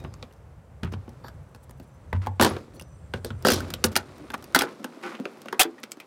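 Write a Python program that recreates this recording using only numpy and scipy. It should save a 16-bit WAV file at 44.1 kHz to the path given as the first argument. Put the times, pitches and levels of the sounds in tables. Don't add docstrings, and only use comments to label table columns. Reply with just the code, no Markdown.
import sys
import numpy as np
from scipy import signal
from scipy.fft import rfft, irfft, next_fast_len
from scipy.io import wavfile
from scipy.ndimage import uniform_filter1d, minimum_filter1d, map_coordinates

SR = 44100
rng = np.random.default_rng(int(sys.argv[2]) if len(sys.argv) > 2 else 0)


def linear_from_db(decibels):
    return 10 ** (np.asarray(decibels, float) / 20)


def transcribe(u):
    v = np.clip(np.atleast_2d(u).T, -1, 1)
    q = np.round(v * 32767).astype(np.int16)
    wavfile.write(sys.argv[1], SR, q)


N = 267466


def unit(x):
    return x / np.sqrt(np.mean(x ** 2, -1, keepdims=True) + 1e-20)


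def peak_one(x):
    return x / np.abs(x).max(-1, keepdims=True)


def along(points, hz):
    f, v = np.transpose(points)
    return np.interp(np.log(hz + 1), np.log(f + 1), v)


def curves(rows):
    s, *cols = np.transpose(rows)
    return [np.interp(np.arange(N) / SR, s, c) for c in cols]


def wobble(rate_hz, size=N):
    knots = rng.standard_normal(int(size * rate_hz / SR) + 4)
    return map_coordinates(knots, [np.arange(size) * rate_hz / SR])


def add_at(out, s, sound):
    start = round(s * SR)
    out[start:start + len(sound)] += sound


def filtered(x, response):
    n = x.shape[-1]
    m = next_fast_len(n + 4096)
    return irfft(rfft(x, m) * response(np.fft.rfftfreq(m, 1 / SR)), m)[..., :n]


def body(modes, shift=1, vary_db=None):
    def response(f):
        total = 0
        for k, (hz, width_hz, db) in enumerate(modes):
            level_db = db if vary_db is None else db + vary_db[:, [k]]
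            damping = 1j * f * width_hz
            total = total + (-1) ** k * linear_from_db(level_db) * damping / ((hz * shift) ** 2 - f * f + damping)
        return total
    return response


def coloured(x, spectrum):
    return unit(filtered(x, lambda hz: linear_from_db(along(spectrum, hz))))


def noise(spectrum):
    return coloured(rng.standard_normal(N), spectrum)


def grit(per_s, spread_db):
    size = np.minimum(rng.exponential(size=N), 4)
    return (rng.random(N) < per_s / SR) * rng.standard_normal(N) * linear_from_db(spread_db * size)


def held(rows):
    out, t = np.zeros(N + SR), np.arange(SR // 4) / SR
    for s, length_s, hz, db in rows:
        shape = np.clip(np.minimum(t, length_s - t) / (0.12 * length_s), 0, 1) ** 2
        level = linear_from_db(db + 1.5 * wobble(90, len(t)))
        add_at(out, s, shape * level * np.sin(2 * np.pi * hz * t + 0.2 * wobble(100, len(t))))
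    return out[:N]


# (time [s], level [dB])
LOW_RUMBLE = [(0.0, -40), (0.32, -50), (1.1, -46), (1.88, -49.5), (2.2, -45), (3.1, -47), (3.5, -38.5),
              (4.0, -51), (4.6, -48.5)]
# (frequency [Hz], density [dB per Hz])
RUMBLE = [(15, -41), (25, -30), (47, -6), (65, 3), (108, -3), (170, -8), (220, -50), (370, -120)]
# (frequency [Hz], density [dB per Hz])
AIR = [(71, -35.5), (120, -2), (173, -8.5), (289, -15.5), (341, -19), (513, -13), (698, -18.5),
       (892, -19.5), (1370, -24.5), (3900, -41.5), (8310, -44), (16000, -52)]
# (time [s], level [dB])
CHORUS = [(0, -97), (.6, -91), (1.3, -85), (2.6, -81), (3.2, -77), (4.2, -79.5), (4.7, -84.5), (6.06, -85)]
# (frequency [Hz], width [Hz], level [dB])
INSECTS = [(7750, 300, -3), (8550, 160, -2), (7360, 160, -2), (6050, 200, -4), (9450, 300, -4)]
# (time [s], length [s], frequency [Hz], level [dB])
CHIRPS = [(2.74, .1, 5950, -68), (2.83, .15, 5950, -69), (1.91, .07, 6100, -76), (2.08, .07, 6150, -77),
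          (3.36, .04, 6000, -75)]


def outdoors():
    chorus_db, = curves(CHORUS)
    rumble = linear_from_db(curves(LOW_RUMBLE)[0] + 2.8 * wobble(6.49)) * noise(RUMBLE)
    air = linear_from_db(-54 + 0.8 * wobble(3)) * noise(AIR)
    chorus = np.zeros(N)
    for band in INSECTS:
        pulsing = linear_from_db(chorus_db + 2.5 * wobble(25) + 2 * wobble(1.5))
        resonance = body([band])
        voice = unit(filtered(rng.standard_normal(N), lambda f: resonance(f) ** 2))
        chorus += linear_from_db(band[2]) * pulsing * voice
    return rumble + air + chorus + held(CHIRPS)


# (time [s], level [dB])
STRAIN = [(0.0, -61), (0.25, -56), (0.46, -99), (0.99, -59.5), (1.48, -68.5), (2.38, -63), (2.5, -34),
          (2.67, -56.5), (2.9, -66.5), (3.39, -58), (3.5, -43), (3.61, -39), (3.78, -49.5), (4.02, -49.5),
          (4.52, -51), (5.05, -48.5), (5.52, -51), (6.06, -57.5)]
# (time [s], length [s], rub [dB], hiss [dB], groan [dB])
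STROKES = [(0.0, 0.12, -112, -86, -50), (2.128, 0.06, -48.5, -70, -60), (3.138, 0.06, -47.5, -62, -60),
           (0.828, 0.072, -46, -78, -67), (0.917, 0.038, -53.5, -56.5, -60), (1.632, 0.021, -75, -75, -73),
           (1.81, 0.056, -86, -78, -59), (2.213, 0.073, -49, -61, -54), (2.401, 0.1, -30, -30, -26),
           (2.732, 0.071, -90, -71, -49.5), (3.251, 0.058, -60, -53, -54), (3.447, 0.16, -36.5, -32, -30),
           (3.845, 0.059, -60, -46.5, -44), (3.914, 0.03, -55, -62, -45), (3.963, 0.077, -54, -52, -56.5),
           (4.335, 0.023, -30, -52, -53), (4.549, 0.12, -33.5, -40, -36.5), (4.663, 0.086, -49.5, -66, -50),
           (5.024, 0.12, -41, -55.5, -45), (5.114, 0.074, -50, -70, -51), (5.78, 0.026, -59, -67, -77)]
# (frequency [Hz], width [Hz], level [dB])
FRAME = [(847, 172, -4), (1200, 300, -0.5), (1480, 340, 0.5), (1910, 1210, -1), (2500, 1760, -3),
         (3720, 2100, -14)]
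# (frequency [Hz], width [Hz], level [dB])
TRIM = [(225.3, 62, 1), (372, 69, 0.5), (495, 68, -1), (599, 276, -7.5)]
# (frequency [Hz], level [dB])
CRACK = [(1500, -32.5), (3500, 13), (5000, 11.5), (8000, 2.5), (12000, -1), (16000, -36.5)]


def scrape():
    t = np.arange(N) / SR
    level_db, = curves(STRAIN)
    over_db = level_db + 50
    rub_gain = linear_from_db(level_db - 7.5)
    crackle_gain = linear_from_db(-65 + over_db)
    groan_gain = linear_from_db(-49.5 + 1.13 * over_db)
    for s, length_s, rub_db, hiss_db, groan_db in STROKES:
        stroke = np.clip(np.minimum((t - s) / .15, s + length_s - t) / (.6 * length_s), 0, 1)
        rub_gain = rub_gain + linear_from_db(rub_db) * stroke
        crackle_gain = crackle_gain + linear_from_db(hiss_db) * stroke
        groan_gain = groan_gain + linear_from_db(groan_db) * stroke
    rub = unit(filtered(grit(3000, 2.3) * linear_from_db(1.1 * wobble(42)), body(FRAME)))
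    crackle = coloured(grit(7000, 2.6) * linear_from_db(1.2 * wobble(90)), CRACK)
    groan = unit(filtered(grit(3000, .6) * linear_from_db(0.8 * wobble(22)), body(TRIM)))
    return rub_gain * rub + crackle_gain * crackle + groan_gain * groan


# (time [s], frequency [Hz], level [dB], t60 [s])
RINGS = [(0, 2450, -59, .16), (0, 3750, -56, .2), (.04, 5000, -68, .5), (.23, 3500, -59, .12),
         (.16, 13400, -71, .08), (1.272, 12220, -60, .13), (4.05, 1380, -58, .2), (4.64, 1000, -44, .2),
         (5.65, 11800, -68, .15),
         (3.4565, 4700, -15.5, 0.01), (3.4765, 4800, -16, .012), (3.4935, 4800, -14, .012),
         (3.5095, 6200, -17, 0.011), (3.526, 5500, -19, 0.013), (3.543, 5800, -20, .01),
         (3.451, 500, -16, 0.14), (3.471, 499, -14.5, 0.093), (3.488, 480, -15, 0.082),
         (3.843, 405, -16.5, 0.051), (.832, 220, -23, 0.06), (.848, 175, -24, 0.085),
         (4.64, 350, -30.5, 0.27), (4.64, 1330, -36, .1), (5.652, 340, -25, .18), (5.2, 250, -25, .1),
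         (5.2, 213, -27, 0.11), (4.8, 220, -30, .15), (3.965, 920, -25.5, 0.065), (2.797, 2800, -38, 0.044),
         (2.5, 10500, -34, .015), (2.812, 9700, -43, .015), (2.766, 4400, -52, .03),
         (5.782, 1900, -43, .05), (.1395, 6400, -40, .012), (3.247, 450, -25, 0.075),
         (2.2705, 837, -20, 0.027), (5.9185, 7660, -23, 0.0063), (.311, 2900, -55, .02),
         (1.282, 3450, -55, .06), (4.66, 1050, -42, .2), (2.41, 560, -21.5, .2), (5.663, 2300, -40, .01),
         (.045, 230, -38, .2), (4.548, 2100, -12, .03), (5.545, 2000, -40, .01)]


def rings():
    t, out = np.arange(SR // 2) / SR, np.zeros(N + SR)
    for s, hz, db, t60_s in RINGS:
        level = linear_from_db(db - 60 * t / t60_s + 1.5 * wobble(49, len(t)))
        add_at(out, s, level * np.sin(2 * np.pi * hz * t + 0.6 * wobble(245, len(t))))
    return out[:N]


# (time [s], peak [dB], thud [dB], crack [dB])
KNOCKS = [(0.001, -42.5, -8, -13), (0.047, -29.5, -3, -43), (0.228, -30, -7, -42),
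          (0.923, -33.5, -0.5, -13.5), (0.936, -25, -9.5, -40), (1.078, -38.5, 3, -34),
          (1.244, -30.5, -10.5, -38), (1.694, -38.5, -8, -13), (1.709, -40.5, -22, -13),
          (1.798, -40.5, 3.5, -11.5), (2.128, -16, -14, -29.5), (2.27, -19, -12, -27),
          (2.397, -3.5, -13.5, -31), (2.508, -17.5, -10, -35), (2.565, -21.5, -3.5, -30),
          (2.679, -46, 3, -31), (3.258, -40.5, 9, -25), (4.239, -44, 3.5, -21), (4.556, -11, -10, -23),
          (4.424, -38.5, -29, -8), (5.19, -32.5, -3.5, -40), (5.255, -28.5, 0.5, -40),
          (5.372, -42, -8, -18), (5.457, -29, -8, -20), (5.526, -17, -8, -18), (5.97, -37.5, -1, -18)]
# (time [s], peak [dB], thud [dB], crack [dB])
RAPS = [(0.832, -24, -6.5, -23), (1.282, -35, -11, -14.5), (2.262, -32.5, -11, -13),
        (3.137, -17.5, -7.5, -26), (3.246, -25, -5, -4), (3.449, -5, -11, -22), (3.604, -22, -20, -11),
        (3.682, -34.5, -5, -19), (3.703, -22, -13.5, -13), (3.84, -5.5, -21, -7), (3.846, -13.5, -3.5, -13),
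        (3.304, -22, -9, -30), (1.547, -35.5, -10, -14.5), (4.302, -26, -8, -17), (4.34, -20, -15, -14.5),
        (4.547, 1, -41, -16), (4.561, -4.5, -14, -29), (4.619, -11.5, -15, -11), (4.634, -16.5, -5.5, -23),
        (4.843, -20.5, -6.5, -12.5), (5.545, -32, -9, -24.5), (5.631, -28, -32, -2), (5.653, -28, -19, -29),
        (5.782, -46, -33, -20), (2.462, -11, -5, -26), (3.536, -20, -28, -0.5)]
# (time [s], peak [dB], crack [dB], note [Hz], t60 [s])
CLINKS = [(0.139, -29, -39, 6350, 0.015), (0.226, -26, -31, 3950, 0.019), (2.796, -35.5, -5.5, 2800, 0.05),
          (3.738, -13.5, -14, 3780, 0.009), (3.955, -11, -12, 1930, 0.039), (3.963, -4, -5.5, 1480, 0.02),
          (4.589, -11, -4, 5440, 0.078), (4.608, -10.5, -26, 2200, 0.012),
          (5.151, -28.5, -39.5, 2550, 0.026), (5.832, -23, -35, 5570, 0.014),
          (5.836, -20, -14.5, 2130, 0.021), (5.918, -24, -9.5, 7500, 0.0091), (6.0, -30, -14, 2520, 0.11),
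          (4.611, -10.5, -29, 2400, 0.012), (3.543, -20, -12, 5830, 0.02), (5.254, -17.5, -30, 2130, 0.01),
          (5.484, -21.5, -24, 2660, 0.01)]
# (time [s], peak [dB], crack [dB], note [Hz])
SLIPS = [(2.4122, -4.5, -17.5, 1100), (2.4237, -3.5, -14, 900), (2.4335, -10, -16, 1100),
         (2.4463, -4.5, -16, 1100), (3.4693, -5.5, -14, 1200), (3.4862, -6, -19, 1350),
         (3.5014, -9.5, -12, 1380), (3.5176, -16, -10, 1380), (2.4525, -7, -30.5, 700),
         (3.476, -16, -35, 4960), (3.4938, -17, -35, 4960), (3.526, -16.5, -35, 5500),
         (3.918, -50, 5, 1420), (3.9228, -52, 3, 1420), (3.9276, -52, 6, 1420), (3.9324, -55, 5, 1420)]
# (time [s], peak [dB], crack [dB])
TICKS = [(0.04, -41.5, -12), (0.303, -64, -7), (0.312, -50, -19), (0.325, -60.5, 6), (0.335, -60.5, 3),
         (0.363, -63, -2), (0.373, -71, -1), (1.092, -48.5, -1.5), (1.559, -48, -7), (2.765, -58, -3),
         (2.811, -34, -8), (2.821, -40, -4), (3.424, -42, 0), (4.181, -56, 1), (4.318, -50, 3),
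         (4.378, -47, -2), (4.523, -47, -5), (4.441, -44.5, 5), (4.947, -43, -32), (5.013, -40, -23),
         (5.417, -44.5, 2), (5.802, -52, -9), (5.911, -51, 1)]


def hits():
    return ([(s, db, thud_db, crack_db, 668, 0.049) for s, db, thud_db, crack_db in KNOCKS]
            + [(s, db, thud_db, crack_db, 1280, 0.052) for s, db, thud_db, crack_db in RAPS]
            + [(s, db, -20, crack_db, hz, t60_s) for s, db, crack_db, hz, t60_s in CLINKS]
            + [(s, db, -14, crack_db, hz, 0.015) for s, db, crack_db, hz in SLIPS]
            + [(s, db, -7, crack_db, 850, 0.013) for s, db, crack_db in TICKS])


# (frequency [Hz], width [Hz], level [dB])
STEEL = [(3230, 1630, 0), (4310, 570, 5), (5380, 1800, 2), (7880, 1140, 1), (8410, 910, 2), (10400, 810, 0),
         (12100, 3200, -4.5)]


def contacts():
    s, db, thud_db, crack_db, spot_hz, t60_s = (c[:, None] for c in np.transpose(hits()))
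    count, t, out = len(s), np.arange(8192) / SR, np.zeros(N + SR)
    t60_s, rise = np.clip(t60_s, .004, .3), 1 - np.exp(-t / 0.00088)
    blow = (np.arange(len(t)) == 40) * 1.0

    def chance(columns):
        return rng.standard_normal((count, columns))

    def push(life_s, spike):
        decay = linear_from_db(-60 * t / life_s) + 3.2 * linear_from_db(-60 * t / 0.017)
        return chance(len(t)) * rise * decay + spike * blow

    shift = 1 + .02 * chance(1)
    spot_hz = spot_hz * (1 + .08 * chance(1))
    frame = body(FRAME, shift, 1.6 * chance(len(FRAME)))
    steel = body(STEEL, shift, 1.2 * chance(len(STEEL)))
    strip = body(TRIM, shift, 1.5 * chance(len(TRIM)))
    spot = body([(spot_hz, .6 * spot_hz, 1.5)])
    knock = filtered(push(t60_s, 18.3), lambda f: (frame(f) + spot(f)) / (1 + 1j * f / 4500) ** 2)
    crack = filtered(push(.45 * t60_s, 12), lambda f: steel(f) * 1j * f / (2000 + 1j * f))
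    thud = filtered(push(1.24 * t60_s, 26), lambda f: strip(f) / (1 + 1j * f / 1200))
    rows = linear_from_db(db - 2) * peak_one(knock)
    rows += linear_from_db(db + crack_db + 7.5) * peak_one(crack)
    rows += linear_from_db(db + thud_db + 3.5) * peak_one(thud)
    for row, start_s in zip(rows, s[:, 0]):
        add_at(out, start_s, row)
    return out[:N]


# (frequency [Hz], t60 [s])
EAVES = [(150, .3), (1000, .18), (4000, .07), (14000, .045)]


def eaves(x):
    out, step = np.zeros(N + SR), 8192
    for start in range(0, N, step):
        hz, t, z = signal.stft(rng.standard_normal(SR // 3), SR, nperseg=256)
        decay = linear_from_db(-60 * t / along(EAVES, hz)[:, None])
        tail = signal.istft(z * decay, SR, nperseg=256)[1]
        wet = signal.fftconvolve(x[start:start + step], tail / np.linalg.norm(tail))
        out[start + 200:start + 200 + len(wet)] += wet
    return out[:N]


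# (time [s], peak [dB])
BOOMS = [(0.042, -32.5), (0.226, -43), (0.831, -24.5), (0.846, -23), (0.937, -25.5), (1.015, -44),
         (2.129, -26), (2.143, -23), (2.277, -28.5), (2.398, -27), (2.421, -23), (2.509, -29), (2.678, -49),
         (3.14, -24.5), (3.308, -26), (3.45, -33.5), (3.521, -20.5), (3.598, -28), (3.846, -24.5),
         (3.964, -34.5)]
# (frequency [Hz], level [dB], t60 [s])
DOOR = [(74.7, -21.5, 0.39), (94.2, -0.5, 0.3), (124.2, -9.5, 0.22), (220, -5.5, .08)]


def door():
    t, out = np.arange(SR // 2) / SR, np.zeros(N + SR)
    swell = 1 - np.exp(-t / 0.0062)
    for s, db in BOOMS:
        panel = np.zeros(len(t))
        for hz, level_db, t60_s in DOOR:
            vary_db, detune = 2.53 * rng.standard_normal(), 1 + 0.023 * rng.standard_normal()
            panel += linear_from_db(level_db + vary_db - 60 * t / t60_s) * np.sin(2 * np.pi * hz * detune * t)
        add_at(out, s, linear_from_db(db + 3.5) * panel * swell)
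    return out[:N]


# (time [s], length [s], level [dB])
BRUSHES = [(1.343, .003, -68), (1.43, .006, -70), (1.488, .01, -70), (1.513, .003, -68), (1.625, .026, -61),
           (1.705, .01, -53), (1.768, .025, -70), (1.822, 0.019, -66), (1.842, .003, -64),
           (1.865, .035, -72), (1.94, .012, -71), (5.577, .008, -66), (2.736, .036, -61),
           (2.882, .003, -68), (.238, .004, -64), (5.8, .004, -58), (5.332, .003, -64), (5.382, .004, -60),
           (5.312, .01, -66), (4.174, .004, -64), (3.839, .03, -30)]
# (frequency [Hz], density [dB per Hz])
BRUSH = [(4000, -40), (7000, -5.5), (10500, -1), (14000, -8), (16500, -8)]


def brushes():
    t, gain = np.arange(2048) / SR, np.zeros(N + SR)
    for s, length_s, db in BRUSHES:
        add_at(gain, s, linear_from_db(db) * np.clip(np.minimum(t, length_s - t) / (0.33 * length_s), 0, 1))
    return gain[:N] * noise(BRUSH)


# (time [s], level [dB])
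SLIDE = [
    (1.23, -84),
    (1.24, -51.5),
    (1.27, -48),
    (1.29, -52),
    (1.33, -99),
]
# (frequency [Hz], width [Hz], level [dB])
BAR = [(1100, 310, 10), (1610, 540, 4), (3550, 160, -4.5), (4570, 190, 3), (5570, 300, -8.5),
       (7100, 220, -12), (12300, 150, -5)]


def slide():
    return linear_from_db(curves(SLIDE)[0]) * unit(filtered(grit(5000, 1.7), body(BAR)))


# (time [s], length [s], frequency [Hz], level
# [dB])
SQUEALS = [(5.035, 0.087, 350, -40.5), (4.2, 0.057, 300, -44), (5.04, 0.034, 800, -40),
           (5.035, .065, 930, -44), (5.04, .06, 1502, -43), (5.04, .04, 1367, -44), (4.3, 0.046, 860, -54),
           (5.596, .028, 9700, -25), (5.596, .015, 8300, -27), (4.2, .13, 9500, -74),
           (4.44, .11, 9250, -72), (1.25, .04, 1650, -58), (1.235, .06, 4600, -64)]


def squeals():
    return held(SQUEALS)


# (time [s], hold [s], rms [dB])
SNAPS = [(2.4114, 0.0034, -19), (2.428, 0.0022, -24), (2.4323, 0.0032, -21), (2.4477, 0.0025, -21),
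         (3.4688, 0.0016, -23), (3.484, 0.0024, -19.5), (3.503, 0.0026, -23), (3.5177, 0.0054, -22),
         (3.533, 0.0024, -26.5), (3.8402, 0.0055, -19.5), (3.973, 0.0023, -24), (4.547, 0.0062, -18),
         (4.5584, 0.0011, -17), (4.562, .001, -18), (4.61, .001, -27), (5.631, 0.0022, -22.5),
         (5.635, .001, -28.5)]
# (frequency [Hz], level [dB])
SNAP = [(500, -29), (1500, -3), (4500, 2.5), (7000, -3.5), (10800, -3), (15500, -8)]


def snaps():
    t, gain, t60_s = np.arange(2048) / SR, np.zeros(N + SR), 0.0076
    for s, hold_s, db in SNAPS:
        add_at(gain, s, linear_from_db(db - 60 * np.maximum(t - hold_s, 0) / t60_s))
    return gain[:N] * noise(SNAP)


# (time [s], slip rate [Hz], level [dB])
SCREECH = [
    (5.592, 2500, -67.5),
    (5.595, 2476, -10.5),
    (5.605, 2790, -12.5),
    (5.617, 3370, -13),
    (5.626, 3530, -24),
    (5.636, 3360, -42),
    (5.65, 3470, -50),
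]


def screech():
    t = np.arange(N) / SR
    rate_hz, level_db = curves(SCREECH)
    phase = 2 * np.pi * np.cumsum(rate_hz * (1 + 0.046 * wobble(1500))) / SR
    overtones = [(1, -3.5), (2, -17.5), (3, -14), (4, -13), (5, -16.5)]  # (multiple, dB)
    tone = sum(linear_from_db(db) * np.sin(k * phase) for k, db in overtones)
    judder_gain = linear_from_db(-6.5 - 1200 * np.maximum(t - 5.612, 0))
    judder = judder_gain * np.sin(2 * np.pi * 740 * t + .5 * wobble(200))
    hiss = linear_from_db(-2.0) * noise([(120, -30), (300, 0.5), (1000, 4.5), (4000, 3.0), (16000, -6)])
    gain = linear_from_db(level_db) * (level_db > -49)
    return gain * (tone * linear_from_db(2.7 * wobble(600)) + judder + hiss)


def scene():
    work = contacts() + door() + rings() + screech() + slide() + snaps()
    echo = linear_from_db(-13.0) * eaves(work)
    return (work + echo + scrape() + squeals() + brushes() + outdoors())[None]


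def low_pass(x):
    return signal.sosfilt(signal.butter(12, 16820, fs=SR, output="sos"), x)


def record(dry):
    view_s, view_hz = 4.63, 190
    x = filtered(dry, lambda hz: (1j * hz / (30 + 1j * hz)) ** 2)
    thin = signal.sosfilt(signal.butter(4, view_hz, "high", fs=SR, output="sos"), x)
    later = np.clip((np.arange(N) / SR - view_s) / 0.021, 0, 1)
    x = x + later * (1 - linear_from_db(-40)) * (thin - x)
    ceiling = np.where(x > 0, .57, .45)
    need = np.minimum(1, ceiling / (np.abs(x) + 1e-9))
    gain = uniform_filter1d(minimum_filter1d(need, size=5), size=3)
    x = filtered(x * gain, lambda hz: np.clip((16500 - hz) / 900, 0, 1))
    return low_pass(x)


dry = scene()
out = record(dry)
transcribe(out)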